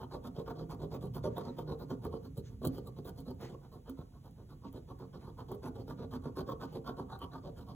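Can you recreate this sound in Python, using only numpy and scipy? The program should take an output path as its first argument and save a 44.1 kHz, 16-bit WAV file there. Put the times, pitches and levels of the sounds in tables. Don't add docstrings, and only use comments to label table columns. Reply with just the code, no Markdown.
import sys
import numpy as np
from scipy import signal
from scipy.fft import rfft, irfft, next_fast_len
from scipy.io import wavfile
from scipy.ndimage import uniform_filter1d

SR = 44100
rng = np.random.default_rng(int(sys.argv[2]) if len(sys.argv) > 2 else 0)


def materialize(psi):
    bounded = np.clip(np.atleast_2d(psi).T, -1, 1)
    quanta = np.round(bounded * 32767).astype(np.int16)
    wavfile.write(sys.argv[1], SR, quanta)


N = 341764
TIME = np.arange(N) / SR


def amp(db):
    return 10 ** (np.asarray(db) / 20)


def unit(x):
    return x / np.sqrt(np.mean(x ** 2) + 1e-20)


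def along(points, hz):
    point_hz, values = np.transpose(points)
    return np.interp(np.log(hz + 1), np.log(point_hz), values)


def wobble(rate):
    knots = rng.standard_normal(int(N * rate / SR) + 4)
    return unit(np.interp(TIME * rate, np.arange(len(knots)), knots))


def filtered(x, response):
    size = next_fast_len(N + SR // 2)
    spectrum = rfft(x, size) * response(np.fft.rfftfreq(size, 1 / SR))
    return irfft(spectrum, size)[..., :N]


def resonate(push, hz, width_hz):
    return signal.lfilter(*signal.iirpeak(hz, hz / width_hz, fs=SR), push)


def asperities(per_second, spread_db):
    happens = rng.random(N) < per_second / SR
    size_db = spread_db * np.clip(rng.standard_normal(N), -2.5, 2.5)
    return unit(happens * amp(size_db) * rng.choice([-1, 1], N))


def kicks(times, levels_db):
    force = np.zeros(N)
    force[np.round(np.asarray(times) * SR).astype(int)] = amp(levels_db)
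    return force


def pace(start, fastest, end):
    span = slice(max(int(start * SR), 0), int(end * SR))
    progress = np.interp(TIME[span], [start, fastest, end], [0, .5, 1])
    return span, np.abs(np.sin(np.pi * progress))


def swells(moves, sharpness):
    power = np.zeros((len(moves[0]) - 3, N))
    for start, fastest, end, *levels_db in moves:
        span, speed = pace(start, fastest, end)
        power[:, span] += (amp(levels_db)[:, None] * speed ** sharpness) ** 2
    return np.sqrt(power)


def body(force, modes, low_hz, high_hz, wander_db, lean_db=0, clack_db=-35):
    hz, width, db = np.transpose(modes)
    energy = amp(db) ** 2 * width
    centre = np.average(hz, weights=energy)
    clack_width = .4 * centre
    motion = resonate(amp(clack_db) * force, centre, clack_width)
    for k in range(len(hz)):
        share_db = db[k] + lean_db * np.log2(hz[k] / centre) + wander_db * wobble(rate=22)
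        motion += (-1) ** k * resonate(amp(share_db) * force, hz[k], width[k])
    radiation = signal.butter(3, [low_hz, high_hz], "band", fs=SR, output="sos")
    total_energy = energy.sum() + amp(clack_db) ** 2 * clack_width
    return signal.sosfilt(radiation, motion) / np.sqrt(total_energy * np.pi / SR)


# start in seconds, length in seconds, strength in dB, bite of the
# steel's edge in dB, drag on the film in dB, lean of the spot towards high modes in dB per octave.
HANDLE_STROKES = [(-0.02, 0.083, -48.5, 5, 2.5, -8), (0.096, 0.088, -44.5, 0, -1.5, 10.5),
                  (0.227, 0.063, -48.5, 4.5, 5, -11.5), (0.339, 0.087, -43, -2.5, -3.0, 7.5),
                  (0.452, 0.075, -44.5, 5, 3, 2), (0.541, 0.11, -46, -0.5, -3, 6.5),
                  (0.687, 0.069, -45.5, 4.5, 6, -2), (0.784, 0.086, -42.5, -3, -4.5, 14),
                  (0.9, 0.08, -43, 1, 2.0, 5.5), (1.002, 0.083, -46, 2.5, 7, 13.0),
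                  (1.13, 0.068, -43.5, 3, 7, -0.5), (1.227, 0.064, -35, -3.5, -5.5, 16),
                  (1.346, 0.083, -43.5, 4, 2, 8), (1.425, 0.084, -42, -3.5, -7.5, -7),
                  (1.561, 0.074, -45.5, 4, 4.5, 8), (1.658, 0.094, -40.5, -1, -3.5, 14),
                  (1.775, 0.081, -47, -0.5, 2.0, -7), (1.88, 0.075, -42, -1.5, 0.5, 3),
                  (2.014, 0.073, -40, -2.0, -3, 9.5), (2.103, 0.078, -43.5, -2.5, -4, 6.5),
                  (2.219, 0.064, -52, -0.5, 8, -7), (2.349, 0.064, -45, -11.5, 6.5, -5),
                  (2.473, 0.086, -59.5, -3.5, 5.5, -5), (2.612, 0.079, -35, -9, -3, -15),
                  (2.715, 0.089, -49, -2, 8.0, 5), (2.838, 0.068, -49, -3.5, 5, 13),
                  (2.955, 0.057, -52.5, -1, 7, 4), (3.041, 0.073, -46, -1, 11.5, 4.5),
                  (3.148, 0.081, -51.5, -2, 9.5, -4), (3.247, 0.078, -44, -5, -3, -8),
                  (3.379, 0.096, -46.5, -2, 4, -5), (3.472, 0.083, -46, -1.5, -4, 11),
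                  (3.601, 0.086, -61.5, 4.5, 4, 1), (3.707, 0.085, -53, -0.5, 7, 4),
                  (3.85, 0.073, -51.0, 0.5, -4, -12), (3.961, 0.075, -54, 3, 2.5, -2),
                  (4.111, 0.087, -62, 3.5, 1, -7), (4.217, 0.086, -58.5, 3.5, 8, -11),
                  (4.356, 0.086, -55.5, -1, -7, -6.5), (4.475, 0.085, -55, 3.5, 1.0, 2.0),
                  (4.611, 0.072, -50.5, -0.5, -6.5, -12.5), (4.722, 0.08, -48.5, -2, 0, -2),
                  (4.87, 0.065, -49, 1, -3, -8), (4.976, 0.083, -49.5, 0.5, -4, 3),
                  (5.123, 0.061, -47.5, 1.5, -1.0, -5), (5.196, 0.12, -50.5, -1, 1, 1.5),
                  (5.367, 0.067, -47.5, 5.5, 1, -7.5), (5.474, 0.084, -43.5, -3.5, 0.5, 7),
                  (5.618, 0.081, -43, 2.5, 3, -10), (5.735, 0.099, -44.5, -4.5, -4.5, 2),
                  (5.864, 0.074, -44, -1, -0.5, -9.5), (5.959, 0.11, -45, -3.5, -6, 5),
                  (6.102, 0.075, -43.5, 2.5, 3, -16.5), (6.213, 0.09, -43.5, 0, -2, -3),
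                  (6.35, 0.071, -41.0, 3.5, 3, -8), (6.459, 0.083, -41.5, -1.5, -1, 8),
                  (6.592, 0.073, -44.5, 7, 4.5, -15.5), (6.709, 0.088, -42.5, -6.5, -3.5, 9),
                  (6.836, 0.095, -46.5, 6.5, 3.5, -7.0), (6.957, 0.077, -43.0, 0.5, -3.5, 1),
                  (7.079, 0.091, -47.0, 9.5, 1.5, -6), (7.19, 0.078, -45, 3.5, 2, -4.5),
                  (7.301, 0.096, -50.5, 7.5, -1, -6), (7.421, 0.085, -43.5, -1, -9.5, 4.5),
                  (7.546, 0.095, -51, 2.5, 4, -6), (7.648, 0.096, -52.5, 3, 2, 6)]


def movements():
    return [(start, start + .52 * length, start + length) for start, length, *_ in HANDLE_STROKES]


def handle_speed():
    return swells([(*move, 0) for move in movements()], sharpness=0.71)[0]


# lean at rest
# in dB per octave, share of the spot's lean, added lean at full speed in dB per octave.
LEAN_FOLLOW = [(-0.5, 0.33, 4.5), (-3.5, 0.95, 1.5), (-1, -0.49, 1)]


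def leans():
    start, length, *_, lean_db = np.transpose(HANDLE_STROKES)
    spot_db = np.interp(TIME, start + length / 2, lean_db)
    speed = handle_speed()
    return [rest_db + share * spot_db + fast_db * speed for rest_db, share, fast_db in LEAN_FOLLOW]


# frequency in Hz, relative level in dB per Hz.
AIR_SPECTRUM = [(20, -38), (45, 7), (125, -8), (300, -12.5), (900, -36), (2000, -37.5), (4500, -36),
                (6500, -39), (15000, -41)]


def room_tone():
    air = rng.standard_normal(N) + 0.028 * rng.standard_normal((2, N))
    return amp(-60.0) * unit(filtered(air, lambda hz: amp(along(AIR_SPECTRUM, hz))))


# time in seconds, pitch in Hz, level in dB
HUM_GLIDE = [(.46, 152, -75), (.58, 157.8, -48), (.7, 162.7, -48.5), (.84, 154, -53), (1.001, 157.9, -50),
             (1.071, 142.4, -46), (1.14, 119.9, -49), (1.22, 110, -50), (1.3, 115.4, -40),
             (1.381, 128.7, -49), (1.48, 139.7, -73), (1.55, 160.4, -57), (1.61, 157.3, -45.5),
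             (1.69, 150.9, -47), (1.8, 147.2, -56), (1.92, 146.8, -47.5), (2.0, 119.6, -51),
             (2.07, 90.26, -52), (2.16, 76, -46), (2.301, 72.16, -78)]


def hum():
    s, hz, db = np.transpose(HUM_GLIDE)
    pitch_hz = np.interp(TIME, s, hz) * np.exp(.008 * wobble(29.45))
    phase = 2 * np.pi * np.cumsum(pitch_hz) / SR
    sounding = (TIME > s[0]) & (TIME < s[-1])
    level = amp(np.interp(TIME, s, db) + 1.1 * wobble(20))
    tone = unit(np.sin(phase) + amp(-10.5) * np.sin(2 * phase))
    return sounding * level * tone


# frequency in Hz, time to decay by 60 dB in seconds.
WALL_DECAY = [(100, 0.65), (450, 0.43), (1000, 0.33), (3000, 0.088), (14000, 0.029)]


def room(x, low_db, mid_db, high_db):
    hz, t, z = signal.stft(rng.standard_normal((2, SR // 3)), SR, nperseg=256)
    t60 = along(WALL_DECAY, hz)[:, None]
    tail = signal.istft(z * amp(-60 * t / t60) / np.sqrt(t60), SR, nperseg=256)[1]
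    echo = np.pad(tail / np.linalg.norm(tail[0]), ((0, 0), (SR // 300, 0)))
    wet = signal.fftconvolve(x[None], echo, axes=1)[:, :N]
    colour = [(200, low_db), (650, mid_db), (4000, high_db)]
    return filtered(wet, lambda hz: amp(along(colour, hz)))


# time in seconds, level in dB before a 1 dB cut.
HAND_REST = [(0.0, -50.5), (0.62, -50), (1.2, -42), (1.6, -52), (2.6, -47), (3.43, -50), (3.75, -56.5),
             (5.48, -50.5), (6.04, -47.5), (7.42, -51.5), (7.75, -49.5)]


def rocking():
    strength_db = np.transpose(HANDLE_STROKES)[2]
    rock_db = -49 + 0.75 * (strength_db - strength_db.mean())
    lag_s = 0.016
    rocks = swells(np.column_stack([np.add(movements(), lag_s), rock_db]), sharpness=1.56)[0]
    hands = amp(-1 + np.interp(TIME, *np.transpose(HAND_REST)))
    return np.hypot(rocks, hands)


# frequency in Hz, width in Hz, relative level in dB.
TABLE_MODES = [(75.4, 38, -4), (118.8, 9.9, 2.5), (144.6, 25.6, -2.5), (170, 16.6, -4.5), (190.7, 21, -9)]


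def rumble(thuds, lean_db):
    boom = body(rng.standard_normal(N), TABLE_MODES, low_hz=47.7, high_hz=245, wander_db=2.0,
                lean_db=lean_db, clack_db=-18.5)
    swell = np.sqrt(np.abs(uniform_filter1d(boom ** 2, size=2200)) + 0.001)
    thud = body(thuds, TABLE_MODES, low_hz=68.6, high_hz=224, wander_db=0.5, clack_db=-0.5)
    return rocking() * boom / swell + thud


# frequency in Hz, relative level in dB per Hz.
SKIN_SPECTRUM = [(500, -10), (1300, 5), (2400, 1.5), (4200, 4.5), (5500, -0.5), (7000, -2), (9000, -20),
                 (15000, -10)]
# start in seconds, fastest moment in seconds, end in
# seconds, level in dB before a 0.5 dB cut, squeak in Hz. A row that ends before it starts is silent.
HAND_BRUSHES = [(1.203, 1.417, 1.7, -72.5, 1810), (2.42, 2.472, 2.52, -67.5, 6300),
                (2.68, 2.717, 2.9, -73.5, 4600), (3.385, 3.435, 3.524, -60, 1980),
                (4.638, 4.685, 4.7, -71, 2903), (5.183, 5.21, 5.29, -75, 2201),
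                (5.61, 5.659, 5.54, -60, 2300), (6.642, 6.69, 6.8, -73.5, 3092)]


def brushing():
    slips = asperities(per_second=5400, spread_db=-1.0)
    rustle = unit(filtered(slips, lambda hz: amp(along(SKIN_SPECTRUM, hz))))
    out = np.zeros(N)
    for start, fastest, end, db, hz in HAND_BRUSHES:
        span, speed = pace(start, fastest, end)
        squeak = unit(resonate(rng.standard_normal(SR), hz, width_hz=490))
        skin = rustle[span] + amp(-3.5) * squeak[:len(speed)]
        out[span] += amp(db - 0.5) * speed ** 1.9 * skin
    return out


# time in seconds, level in dB before the share that steel
# and film take, decay time constant of the crumble's power in milliseconds.
FILM_TICKS = [(0.7095, -56, 1.5), (1.056, -52, 1.2), (1.1544, -44, .5), (1.3815, -41, 1.92),
              (1.5863, -56, 2), (2.0504, -46, 1.74), (2.376, -43.5, 2.6), (2.6337, -56, 1.9),
              (2.6505, -29, 6), (2.6725, -28, 0.58), (2.68, -47, 1.63), (2.7834, -51, 1),
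              (2.8729, -46, 1.5), (3.0473, -53, 1.16), (3.0638, -49, 3), (3.0937, -47, 1.97),
              (3.2043, -48, 1.5), (3.307, -52.5, 1.47), (3.346, -64, 0.99), (3.896, -43, 4),
              (4.3105, -57, 0.34), (4.7275, -52, 1), (4.9909, -55, 0.98), (5.5174, -42, 1.5),
              (5.5483, -51, 1.96), (6.3659, -49, 1.52), (6.7286, -58, 1.04), (7.1904, -48.5, 0.95)]


def ticks():
    s, db, life_ms = np.transpose(FILM_TICKS)
    ms = 1000 * np.arange(SR // 20) / SR
    power = np.zeros(N)
    for at, level_db, life in zip(s, db, life_ms):
        decay = np.exp(-ms / life)
        power[round(at * SR):][:len(ms)] += amp(level_db) ** 2 * decay / decay.sum()
    crumble = asperities(per_second=13000, spread_db=6) * np.sqrt(power)
    snap = 0.86 * kicks(s, db) + crumble
    return amp(1) * snap, amp(12.5) * snap


# time in seconds, level in dB before the share that each
# body takes, hardness in dB.
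RIDGE_BUMPS = [(0.15, -27, 3), (0.249, -36, 14.5), (0.384, -24, -1), (0.477, -34, 11), (0.834, -28, -8),
               (1.037, -26.5, -2), (1.155, -31, -1), (1.256, -28.5, 7), (1.38, -25.5, 11.5),
               (1.585, -30, 7), (1.708, -26.5, -10), (1.813, -34.5, -14), (1.912, -22.5, 0.5),
               (2.052, -26.5, 6), (2.139, -22, -1), (2.38, -32.5, -26), (2.6165, -33, 3), (2.643, -33, 16),
               (2.651, -25.5, 8), (2.668, -32, -36.5), (2.782, -28.5, 3.5), (2.987, -33.5, 0),
               (3.052, -33, 4), (3.989, -33.5, -20), (4.744, -33, -12), (5.513, -26, 5.5),
               (6.256, -26.5, -1), (6.37, -32, 10), (6.406, -33.5, 3), (6.491, -27.5, 5), (6.995, -32, 11)]


def bumps():
    s, db, hard_db = np.transpose(RIDGE_BUMPS)
    thud = kicks(s, db + 10 - 0.58 * hard_db)
    knock = kicks(s, db + 16)
    clack = kicks(s, db + 0.5 + hard_db)
    return thud, knock, clack


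def catches(surge_db, hold_s):
    onsets = kicks([row[0] for row in RIDGE_BUMPS], 0)
    surge = signal.lfilter([1], [1, -np.exp(-1 / (hold_s * SR))], onsets)
    return amp(surge_db * (surge - uniform_filter1d(surge, size=4400)))


def chatter(slow_hz, fast_hz, jitter):
    rate = np.full(N, float(slow_hz))
    own_rates = rng.uniform(.7, 1.3, len(HANDLE_STROKES))
    for (start, fastest, end), own in zip(movements(), own_rates):
        span, speed = pace(start, fastest, end)
        rate[span] = own * (slow_hz + (fast_hz - slow_hz) * speed)
    cycles = np.cumsum(rate * np.exp(jitter * wobble(200))) / SR
    slips = np.diff(np.floor(cycles), prepend=0)
    return unit(slips * amp(1.86 * rng.standard_normal(N)))


# level over the
# stroke's strength in dB, dB per dB of bite, dB per dB of drag.
STROKE_DRIVE = [(0, 0, 0), (-7.5, 1, 0), (-21.5, 0.49, 0.24), (-24.5, 0, 1)]


def stroke_drive():
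    _, _, strength_db, bite_db, drag_db, _ = np.transpose(HANDLE_STROKES)
    return [strength_db + db + per_bite * bite_db + per_drag * drag_db
            for db, per_bite, per_drag in STROKE_DRIVE]


def rubbing():
    block_db, *scrape_db = stroke_drive()
    lag_s = 0.0038
    block, = swells(np.column_stack([np.add(movements(), lag_s), block_db]), sharpness=0.75)
    rasp, steel, film = swells(np.column_stack([movements(), *scrape_db]), sharpness=0.97)
    flutter = unit(amp(2.12 * wobble(170) + 1.39 * wobble(75)))
    grip = catches(surge_db=5.5, hold_s=0.0017) * flutter
    grain = asperities(per_second=2500, spread_db=4)
    stick_slip = chatter(slow_hz=55.11, fast_hz=134.74, jitter=.3)
    coarse = grip * unit(grain + 0.82 * stick_slip)
    fine = grip * asperities(per_second=7000, spread_db=5.0)
    scrape = unit(fine + 0.66 * coarse)
    hiss = unit(fine + 0.3 * coarse)
    return block * coarse, amp(0.93) * rasp * coarse, amp(2.5) * steel * scrape, amp(1.0) * film * hiss


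# frequency in Hz, width in Hz, relative level in dB.
BLOCK_MODES = [(243.8, 16, -3.5), (268.8, 8.5, 0.5), (316.5, 6.6, -11), (339.3, 12.4, -4.5), (378, 36, -10),
               (409.8, 17.4, -1.5), (451.4, 8.3, -2.5), (488, 12.3, -8), (497, 11.5, -7.5), (588, 54, -11),
               (591, 19.5, -12.5)]


def wooden_block(force, lean_db):
    return body(force, BLOCK_MODES, low_hz=181, high_hz=716, wander_db=2.5, lean_db=lean_db, clack_db=-7.0)


# frequency in Hz, width in Hz, relative level in dB.
RASP_MODES = [(705, 45, -3.5), (783, 23.6, -4), (929, 70, -3.5), (968.6, 48.6, -4), (983, 39, -6),
              (1111.5, 96, -2.5), (1165.5, 65, -6), (1278, 94, -11), (1381, 75, -14), (1540, 145, -17.5),
              (1546, 44, -21), (1790, 88, -24.5)]


def wood_rasp(force, lean_db):
    return body(force, RASP_MODES, low_hz=623, high_hz=1713, wander_db=3.0, lean_db=lean_db, clack_db=-12.0)


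# frequency in Hz, width in Hz, relative level in dB.
STEEL_MODES = [(2430, 4400, -18), (3105, 160, -2), (3480, 520, -8.5), (3970, 213, -1), (4490, 710, -7),
               (5590, 450, -12), (5904, 87, -8)]


def scissors(force):
    return body(force, STEEL_MODES, low_hz=1810, high_hz=6170, wander_db=3.5)


# frequency in Hz, width in Hz, relative level in dB.
FILM_MODES = [(7460, 1800, -7.5), (7160, 600, -15.5), (9970, 230, -7.5), (11370, 1050, -5.5),
              (12500, 380, -11), (13000, 330, 5.5), (14600, 900, -1.5), (15500, 230, -10)]


def vinyl_film(rub, tick):
    hiss = body(rub, FILM_MODES, low_hz=6150, high_hz=19200, wander_db=3.0)
    snaps = body(tick, FILM_MODES, low_hz=8130, high_hz=16700, wander_db=1.0, clack_db=-5)
    return hiss + snaps


def scene():
    rub_block, rub_rasp, rub_steel, rub_film = rubbing()
    bump_table, bump_block, bump_rasp = bumps()
    tick_steel, tick_film = ticks()
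    table_lean, block_lean, rasp_lean = leans()
    wood = wooden_block(rub_block + bump_block, block_lean) + wood_rasp(rub_rasp + bump_rasp, rasp_lean)
    contact = scissors(rub_steel + tick_steel) + vinyl_film(rub_film, tick_film)
    work = wood + contact + rumble(bump_table, table_lean) + brushing()
    walls = room(work, low_db=-19, mid_db=-4, high_db=-9)
    return amp(-0.36) * (work + walls) + hum() + room_tone()


# frequency in Hz, lead of the left in radians.
PORT_LEAD = [(0, 0), (420, -.2), (650, .8), (950, .1), (1600, .4), (2500, 1.8), (3300, 1.2), (4600, 3),
             (5100, 3.4), (6400, 6), (7500, 6.6), (8400, 9), (13100, 15.7), (16000, 19.6)]
# frequency in Hz, left minus right in dB.
PORT_TILT = [(60, -2.5), (110, 0), (200, -5), (380, 0), (700, -3.5), (1290, -1), (2380, 0), (4400, -0.5),
             (8120, -1.5), (15000, 1)]


def record(dry):
    side = np.array([[.5], [-.5]])
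    top_hz = 15850

    def ports(hz):
        lead = np.interp(hz, *np.transpose(PORT_LEAD))
        return amp(side * along(PORT_TILT, hz)) * np.exp(1j * side * lead) * (hz < top_hz)

    return filtered(dry, ports)


dry = scene()
out = record(dry)
materialize(out)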